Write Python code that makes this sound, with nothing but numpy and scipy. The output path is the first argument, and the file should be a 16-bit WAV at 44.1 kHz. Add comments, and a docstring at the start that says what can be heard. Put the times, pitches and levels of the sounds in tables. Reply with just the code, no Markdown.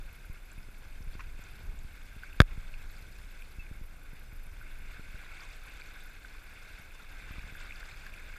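"""A river ford, heard from a camera in a sealed housing on a 4x4. Water rushes and splashes: its
bubbles ring as damped oscillators, and the air in the housing resonates with the rush. Engine rumble
and jolts shake the mount. One hard knock excites the shell's modes and makes the gain control duck.
Under it all lie the camera's own hiss, a treble chirr that repeats every 2 s and faint whines."""
import sys
import numpy as np
from scipy import signal
from scipy.fft import rfft, irfft, next_fast_len
from scipy.io import wavfile
from scipy.ndimage import uniform_filter1d

SR = 44100
rng = np.random.default_rng(int(sys.argv[2]) if len(sys.argv) > 2 else 0)


def persist_wave(psi):
    """Save psi, clipped to +-1, as 16-bit WAV."""
    counts = np.round(np.clip(psi, -1, 1) * 32767).astype(np.int16)
    wavfile.write(sys.argv[1], SR, np.atleast_2d(counts).T)


N = 369558


def water():
    """Broadband noise and bubble clouds superpose into rush and spray, which swell together."""
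    # Each row: time in seconds, rush level in dB, spray level in dB.
    flow = [(0, -59, -71), (.7, -60, -71), (1.85, -58.5, -69), (2.06, -57, -67), (2.3, -57.5, -69),
            (3.2, -58.5, -67), (3.8, -60.5, -74), (4.34, -60.5, -74.5), (4.9, -55, -67),
            (5.2, -54.5, -66.5), (5.43, -53, -63), (5.62, -53, -65), (5.82, -55.5, -66.5), (6.1, -56, -67),
            (7, -54.5, -66.5), (7.35, -51.5, -64), (7.6, -52.5, -63.5), (7.74, -51.5, -62.5),
            (7.95, -53, -63), (8.38, -53, -66.5)]
    # Each row of both spectra: frequency in Hz, relative density in dB.
    rush_spectrum = [(150, -14), (500, -8), (1100, -9), (2000, 0), (3000, -14), (5000, -18.5), (6500, -52)]
    spray_spectrum = [(2600, -15), (3200, 5.5), (4700, 5.5), (5600, 1.5), (8000, 3.5), (9500, -4.5),
                      (12000, -36)]
    surge = evened(smoothed(rng.standard_normal(N), 500))
    lap_db = 0.96 * evened(smoothed(rng.standard_normal(N), 3500))
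    rush = evened(coloured(patchy(1.73, size=256), rush_spectrum))
    rush += 0.45 * bubble_cloud(1044, 3020, per_s=400, cycles=5.7, spread_db=3.27, count=10)
    spray = evened(patchy(1.2, size=256))
    spray += 0.64 * bubble_cloud(2990, 9600, per_s=600, cycles=7.8, spread_db=2.55, count=12)
    spray = coloured(spray, spray_spectrum)
    out = gain_of(curve(flow, column=1) + lap_db + 0.79 * surge) * evened(housing(rush))
    return out + gain_of(curve(flow, column=2) + lap_db + 1.7 * surge) * evened(spray)


def bubble(hz, cycles, glide):
    """A damped oscillator swells and decays as its pitch glides, upward for a positive glide."""
    u = np.arange(round(6 * cycles * SR / hz)) * hz / SR / cycles
    return 3 * u * np.exp(1 - 3 * u) * np.sin(2 * np.pi * cycles * u * (1 + glide * u))


def bubble_cloud(lo_hz, hi_hz, per_s, cycles, spread_db, count):
    """Small bubbles of many pitches, excited at random times, add incoherently."""
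    pings = (evened(bubble(hz, cycles, glide=0.027)) for hz in np.geomspace(lo_hz, hi_hz, count))
    return evened(sum(signal.oaconvolve(clicks(per_s / count, spread_db), ping)[:N] for ping in pings))


def housing(x):
    """Cavity resonance: the air trapped before the microphone lifts a few bands."""
    # Each row: frequency in Hz, width in Hz, strength in dB.
    air_modes = [(1522, 410, 3), (2216, 204, -2.5), (2525, 740, 3.5), (3553, 330, 7)]
    return filtered(x, lambda hz: abs(1 + sum(
        gain_of(db) / (1 + 2j * (hz - centre) / width) ** 2 for centre, width, db in air_modes)))


def splashes():
    """Single bubbles and droplets ring briefly at their natural frequencies."""
    # Each row: start in seconds, peak level in dB, pitch in Hz.
    drops = [(.246, -47, 1500), (.517, -44, 7550), (.6305, -52, 4970), (1.026, -51, 5380),
             (1.1348, -52, 4400), (1.142, -49.5, 4500), (1.153, -50, 1490), (1.4398, -45.5, 7100),
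             (1.7905, -47, 7170), (2.234, -37, 1510), (2.3292, -41.5, 2550), (2.74, -40, 2520),
             (2.899, -50, 4050), (2.9662, -49, 4740), (3.4221, -40.5, 2440), (3.665, -45.5, 2380),
             (4.613, -41.5, 1490), (5.3974, -41, 2320), (5.406, -42.5, 4700), (5.436, -48, 6220),
             (5.8127, -46, 4400), (5.819, -39, 2340), (6.0072, -51, 8400), (6.2477, -39, 1520),
             (7.3927, -37.5, 2370), (7.436, -45, 1530), (7.552, -40, 1550), (7.7083, -34.5, 2200),
             (7.7223, -37.5, 2480), (7.7587, -43, 4670), (7.8294, -38, 1570), (7.912, -41, 2320),
             (8.065, -38, 1620), (8.066, -45, 4580), (8.139, -39, 2380), (8.3389, -40, 2270)]
    out = np.zeros(N)
    for s, db, hz in drops:
        add(out, s, gain_of(db) * bubble(hz, cycles=6.4, glide=0.0078))
    return out


def slaps():
    """Impacts of water on the body give noise that rises fast and decays exponentially."""
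    # Each row: start in seconds, level in dB, 60 dB decay time in seconds.
    impacts = [(1.1935, -42.5, 0.053), (1.204, -46, 0.072), (2.509, -52, 0.054), (5.407, -56, 0.5),
               (7.757, -64, 0.11), (8.066, -52, 0.072)]
    # Each row: frequency in Hz, relative density in dB.
    spectrum = [(800, -17), (1050, 4), (2700, -1), (3200, -20), (5000, -14), (8000, -27)]
    noise = evened(coloured(rng.standard_normal(N), spectrum))
    out, t = np.zeros(N), np.arange(6000) / SR
    rise = np.minimum(t / 0.0013, 1)
    for s, db, t60 in impacts:
        add(out, s, rise * gain_of(db - 60 * t / t60) * noise[round(s * SR):][:len(t)])
    return out


def rumble():
    """Structure-borne sound: low engine noise and small random shoves travel through the mount."""
    # Each row: time in seconds, level in dB.
    shaking = [(0, -40), (.15, -46.5), (.8, -45.5), (1, -41.5), (1.58, -43), (1.72, -35), (1.9, -46),
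               (2.3, -46), (2.48, -39), (3.05, -44), (3.5, -46.5), (3.8, -43), (4.05, -47), (4.35, -43.5),
               (4.9, -42.5), (5.2, -46), (5.4, -46.5), (7, -48.5), (7.35, -43), (7.72, -45.5), (8.38, -45)]
    # Each row: frequency in Hz, relative density in dB.
    spectrum = [(12, -37.5), (20, 5), (34, -5), (60, -14.5), (110, -24.5), (200, -34.5), (400, -45),
                (900, -47), (2500, -66)]
    force = evened(patchy(1.0, size=2048)) + 0.55 * clicks(per_s=48, spread_db=2.9)
    vibration = evened(coloured(force, spectrum))
    vibration /= (smoothed(vibration ** 2, 3000) + .02) ** 0.21  # steadier than free noise
    return gain_of(curve(shaking, column=1)) * evened(vibration)


def jolts():
    """Impulses pass through the mount, each a quick shove and a slower rebound."""
    # Each row: start in seconds, level in dB, time scale in milliseconds.
    shoves = [(.298, -32.5, 1.46), (.579, -38, 1.2), (0.687, -42.5, 0.51), (1.006, -36, 1.3),
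              (1.073, -32, 2), (1.153, -38, 0.5), (1.392, -41, 0.47), (1.847, -36.5, 1.2),
              (2.165, -38.5, 0.92), (2.577, -31, 1.2), (3.585, -35, 1.2), (3.713, -33, 1.03),
              (3.813, -36, 0.97), (4.132, -41, .63), (4.327, -41, 0.77), (4.995, -37, 0.53),
              (5.144, -35, 1.45), (6.797, -41, 0.94), (7.308, -34.5, 0.94), (7.382, -35, 0.82),
              (7.441, -41, 0.88), (7.524, -41.5, .62)]
    out, t_ms = np.zeros(N), np.arange(SR // 10) / SR * 1000
    for (s, db, scale_ms), sign in zip(shoves, rng.choice([-1., 1.], len(shoves))):
        u = t_ms / scale_ms
        shove = (u / 2) ** 2 * np.exp(2 - u)
        rebound = 0.21 * (u / 3.02) ** 3 * np.exp(1 - u / 2.93)
        add(out, s, sign * gain_of(db) * (shove - rebound))
    return out


def knock():
    """Impact excitation: a blow and its bounces ring the shell and rock the mount with a dull crack."""
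    # Each row: start in seconds, shell, mount and crack gains in dB, share of the free ring time.
    blows = [(2.4029, -3.5, -2, -29, 0.93), (2.4056, -22, -51, -33, 1), (2.4170, -10.5, -42, -24, 0.46)]
    out, t = np.zeros(N), np.arange(600) / SR
    for s, shell_db, mount_db, crack_db, ring_share in blows:
        dull_noise = signal.lfilter([1], [1, -.6], rng.standard_normal(len(t)))
        add(out, s, -gain_of(shell_db) * shell_ring(ring_share))
        add(out, s, gain_of(mount_db) * mount_sway())
        add(out, s, gain_of(crack_db - 60 * t / (ring_share * 0.017)) * dull_noise)
    return out


def shell_ring(ring_share):
    """The shell's normal modes build up while the blow presses, then decay."""
    # Each row: frequency in Hz, relative level in dB, free 60 dB decay time in seconds.
    modes = [(595, -10.5, .025), (730, -11.5, 0.017), (1330, -2, 0.016), (1590, 3, 0.014),
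             (2140, -13, 0.022), (3500, -1, 0.0073), (4620, -11, 0.009)]
    t = np.arange(SR // 10) / SR
    press = 1 - np.exp(-t / .0003)
    return press * sum(gain_of(db - 60 * t / (ring_share * t60)) * np.sin(2 * np.pi * hz * t)
                       for hz, db, t60 in modes)


def mount_sway():
    """A stiffening spring: the mount swings fast when bent far and slows as the swing shrinks."""
    t, sway_hz = np.arange(SR // 2) / SR, 25
    cycles = sway_hz * t + 0.936 * (1 - np.exp(-t / 0.0065))
    swing = gain_of(-60 * t / 0.091) + gain_of(-26 - 60 * t)
    return (1 - np.exp(-t / 0.00063)) * swing * np.sin(2 * np.pi * cycles)


def squeak():
    """A lightly damped oscillation sinks in pitch, heard as a thin squeak."""
    # Each row: start in seconds, peak level in dB, pitch in Hz, decay scale in cycles.
    squeaks = [(3.593, -46, 2660, 66)]
    out = np.zeros(N)
    for s, db, hz, cycles in squeaks:
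        add(out, s, gain_of(db) * bubble(hz, cycles, glide=-0.011))
    return out


def chirr():
    """Noise modulates falling carriers: narrow treble bursts in two rhythms that take turns."""
    # Each row: first start within the cycle in seconds, length in seconds, gain in dB, centre in Hz.
    bursts = [(.577, .013, -67.5, 10600), (0.602, 0.023, -68.5, 11700), (.624, .004, -69, 9500),
              (0.639, .005, -70, 10500), (1.55, 0.019, -67.5, 11200), (1.558, 0.0127, -72, 9500),
              (1.59, .005, -69, 11900), (1.601, .004, -84, 12000), (1.627, .011, -66.5, 11300),
              (1.63, .007, -73, 9500)]
    cycle_s, beat_s, beats = 2.002, .1001, 10
    scatter_hz, slide_hz, spread_db = 300, 600, 3
    out = np.zeros(N)
    for start in np.arange(-cycle_s, N / SR, cycle_s):
        for first, length, db, hz in bursts:
            t = np.arange(round((length + 0.003) * SR)) / SR
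            for s in start + first + beat_s * np.arange(beats):
                flutter = uniform_filter1d(rng.standard_normal((2, 2000)), 18)[:, :len(t)]  # bandwidth
                centre_hz = hz + scatter_hz * rng.standard_normal()
                phase = 2 * np.pi * t * (centre_hz + slide_hz * (1 - t / t[-1]))
                burst = evened(flutter[0] * np.cos(phase) + flutter[1] * np.sin(phase))
                gain = gain_of(db + spread_db * rng.standard_normal())
                if s > 0:
                    add(out, s, gain * signal.windows.tukey(len(t), .6) * burst)
    return out


def whines():
    """Gating cuts two steady tones into short whines; returns the sound and its gate."""
    # Each entry: start in seconds.
    starts = [.35, .65, .91, 1.25, 1.70, 1.85, 2.25, 2.65, 2.92, 3.255, 3.66, 3.92, 4.255, 4.66]
    # Each row: frequency in Hz, peak level in dB.
    tones = [(8473, -75.5), (11289, -77.5)]
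    gate, t, length_s = np.zeros(N), np.arange(N) / SR, .05
    for s in starts:
        add(gate, s, signal.windows.tukey(round(length_s * SR), .3))
    return gate * sum(gain_of(db) * np.sin(2 * np.pi * hz * t) for hz, db in tones), gate


def camera():
    """Self-noise: steady hiss lies under the chirr, which falls silent during each whine."""
    # Each row of both spectra: frequency in Hz, relative gain in dB.
    hiss_spectrum = [(100, 12), (6000, -9.5), (10000, -10), (12500, -9), (13600, -11.5), (15500, -12)]
    chirr_band = [(8000, -15), (9000, -1.5), (11000, -3), (12300, 3.5), (13150, -7), (13500, -17.5)]
    hiss = gain_of(-63.5) * evened(coloured(patchy(0.73, size=256), hiss_spectrum))
    whine, gate = whines()
    return hiss + whine + coloured(chirr() * (1 - gate), chirr_band)


def side_hiss():
    """Decorrelation: faint hiss, fed to the channels in opposite polarity, sets them apart."""
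    # Each row: frequency in Hz, relative density in dB.
    spectrum = [(88, -38), (150, -11), (300, 9.5), (601, 10.5), (1180, -7.5), (1300, -31), (1730, -49),
                (4810, 9), (15000, -0.5)]
    return gain_of(-80) * evened(coloured(patchy(7.5, size=2048), spectrum))


def patchy(patch_db, size):
    """White noise whose short-time spectrum swells and sinks in patches."""
    frames = 4 * N // size + 5
    real, imag, patches = rng.standard_normal((frames, size // 2 + 1, 3)).T
    patches = evened(uniform_filter1d(uniform_filter1d(patches, 6, 0), 8, 1))
    spectra = (real + 1j * imag) * gain_of(patch_db * patches)
    return signal.istft(spectra, nperseg=size, noverlap=3 * size // 4)[1][:N]


def clicks(per_s, spread_db):
    """Shot noise: sparse impulses of either sign, a few of them large."""
    when, size, sign = rng.random((round(per_s * N / SR), 3)).T
    size_db = spread_db * np.minimum(-np.log(size + 1e-9), 4)
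    out = np.zeros(N)
    out[(when * N).astype(int)] = gain_of(size_db) * np.sign(sign - .5)
    return evened(out)


def coloured(x, points):
    """Shapes x by a spectrum joined on a log-frequency axis, closed beyond its ends."""
    knots_hz, db = np.transpose(points)
    return filtered(x, lambda hz: gain_of(np.interp(np.log(hz + 1), np.log(knots_hz), db, -130, -130)))


def filtered(x, gain):
    """Multiplies the spectrum of x by gain(hz)."""
    size = next_fast_len(N, True)
    return irfft(rfft(x, size) * gain(np.fft.rfftfreq(size, 1 / SR)), size)[:N]


def smoothed(x, samples):
    """Two moving averages form a low-pass filter."""
    return uniform_filter1d(uniform_filter1d(x, samples), samples)


def gain_of(db):
    """Decibels as an amplitude ratio."""
    return 10 ** (np.asarray(db) / 20)


def evened(x):
    """Scales x to unit RMS."""
    return x / np.sqrt(np.mean(x ** 2) + 1e-20)


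def curve(rows, column):
    """Interpolates a column linearly over time."""
    rows = np.asarray(rows)
    return np.interp(np.arange(N) / SR, rows[:, 0], rows[:, column])


def add(mix, s, sound):
    """Superposes a sound on the mix from s seconds on."""
    part = mix[round(s * SR):][:len(sound)]
    part += sound[:len(part)]


def scene():
    """Superposition: all sources sit in the centre, and only the side hiss gives width."""
    mid = rumble() + jolts() + water() + splashes() + slaps() + knock() + squeak() + camera()
    side = side_hiss()
    return np.array([mid + side, mid - side])


def record(dry):
    """Overload: the knock clips and the gain control ducks just after it; a low-pass limits the band."""
    threshold_db, recovery_db_per_s, edge_hz = -27.5, 320.0, 15330
    power_db = 10 * np.log10(signal.lfilter([.004], [1, .004 - 1], (dry ** 2).mean(0)) + 1e-12)
    fall_db = np.arange(N) * recovery_db_per_s / SR
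    held_db = np.maximum.accumulate(power_db + fall_db) - fall_db
    over_db = np.maximum(held_db - threshold_db, 0)
    ducked = dry / gain_of(signal.lfilter([.002], [1, .002 - 1], 0.44 * over_db))
    low_pass = signal.firwin(1023, edge_hz, window=("kaiser", 6), fs=SR)
    return np.clip(signal.oaconvolve(np.clip(ducked, -1, 1), low_pass[None], "same"), -1, 1)


dry = scene()
out = record(dry)
persist_wave(out)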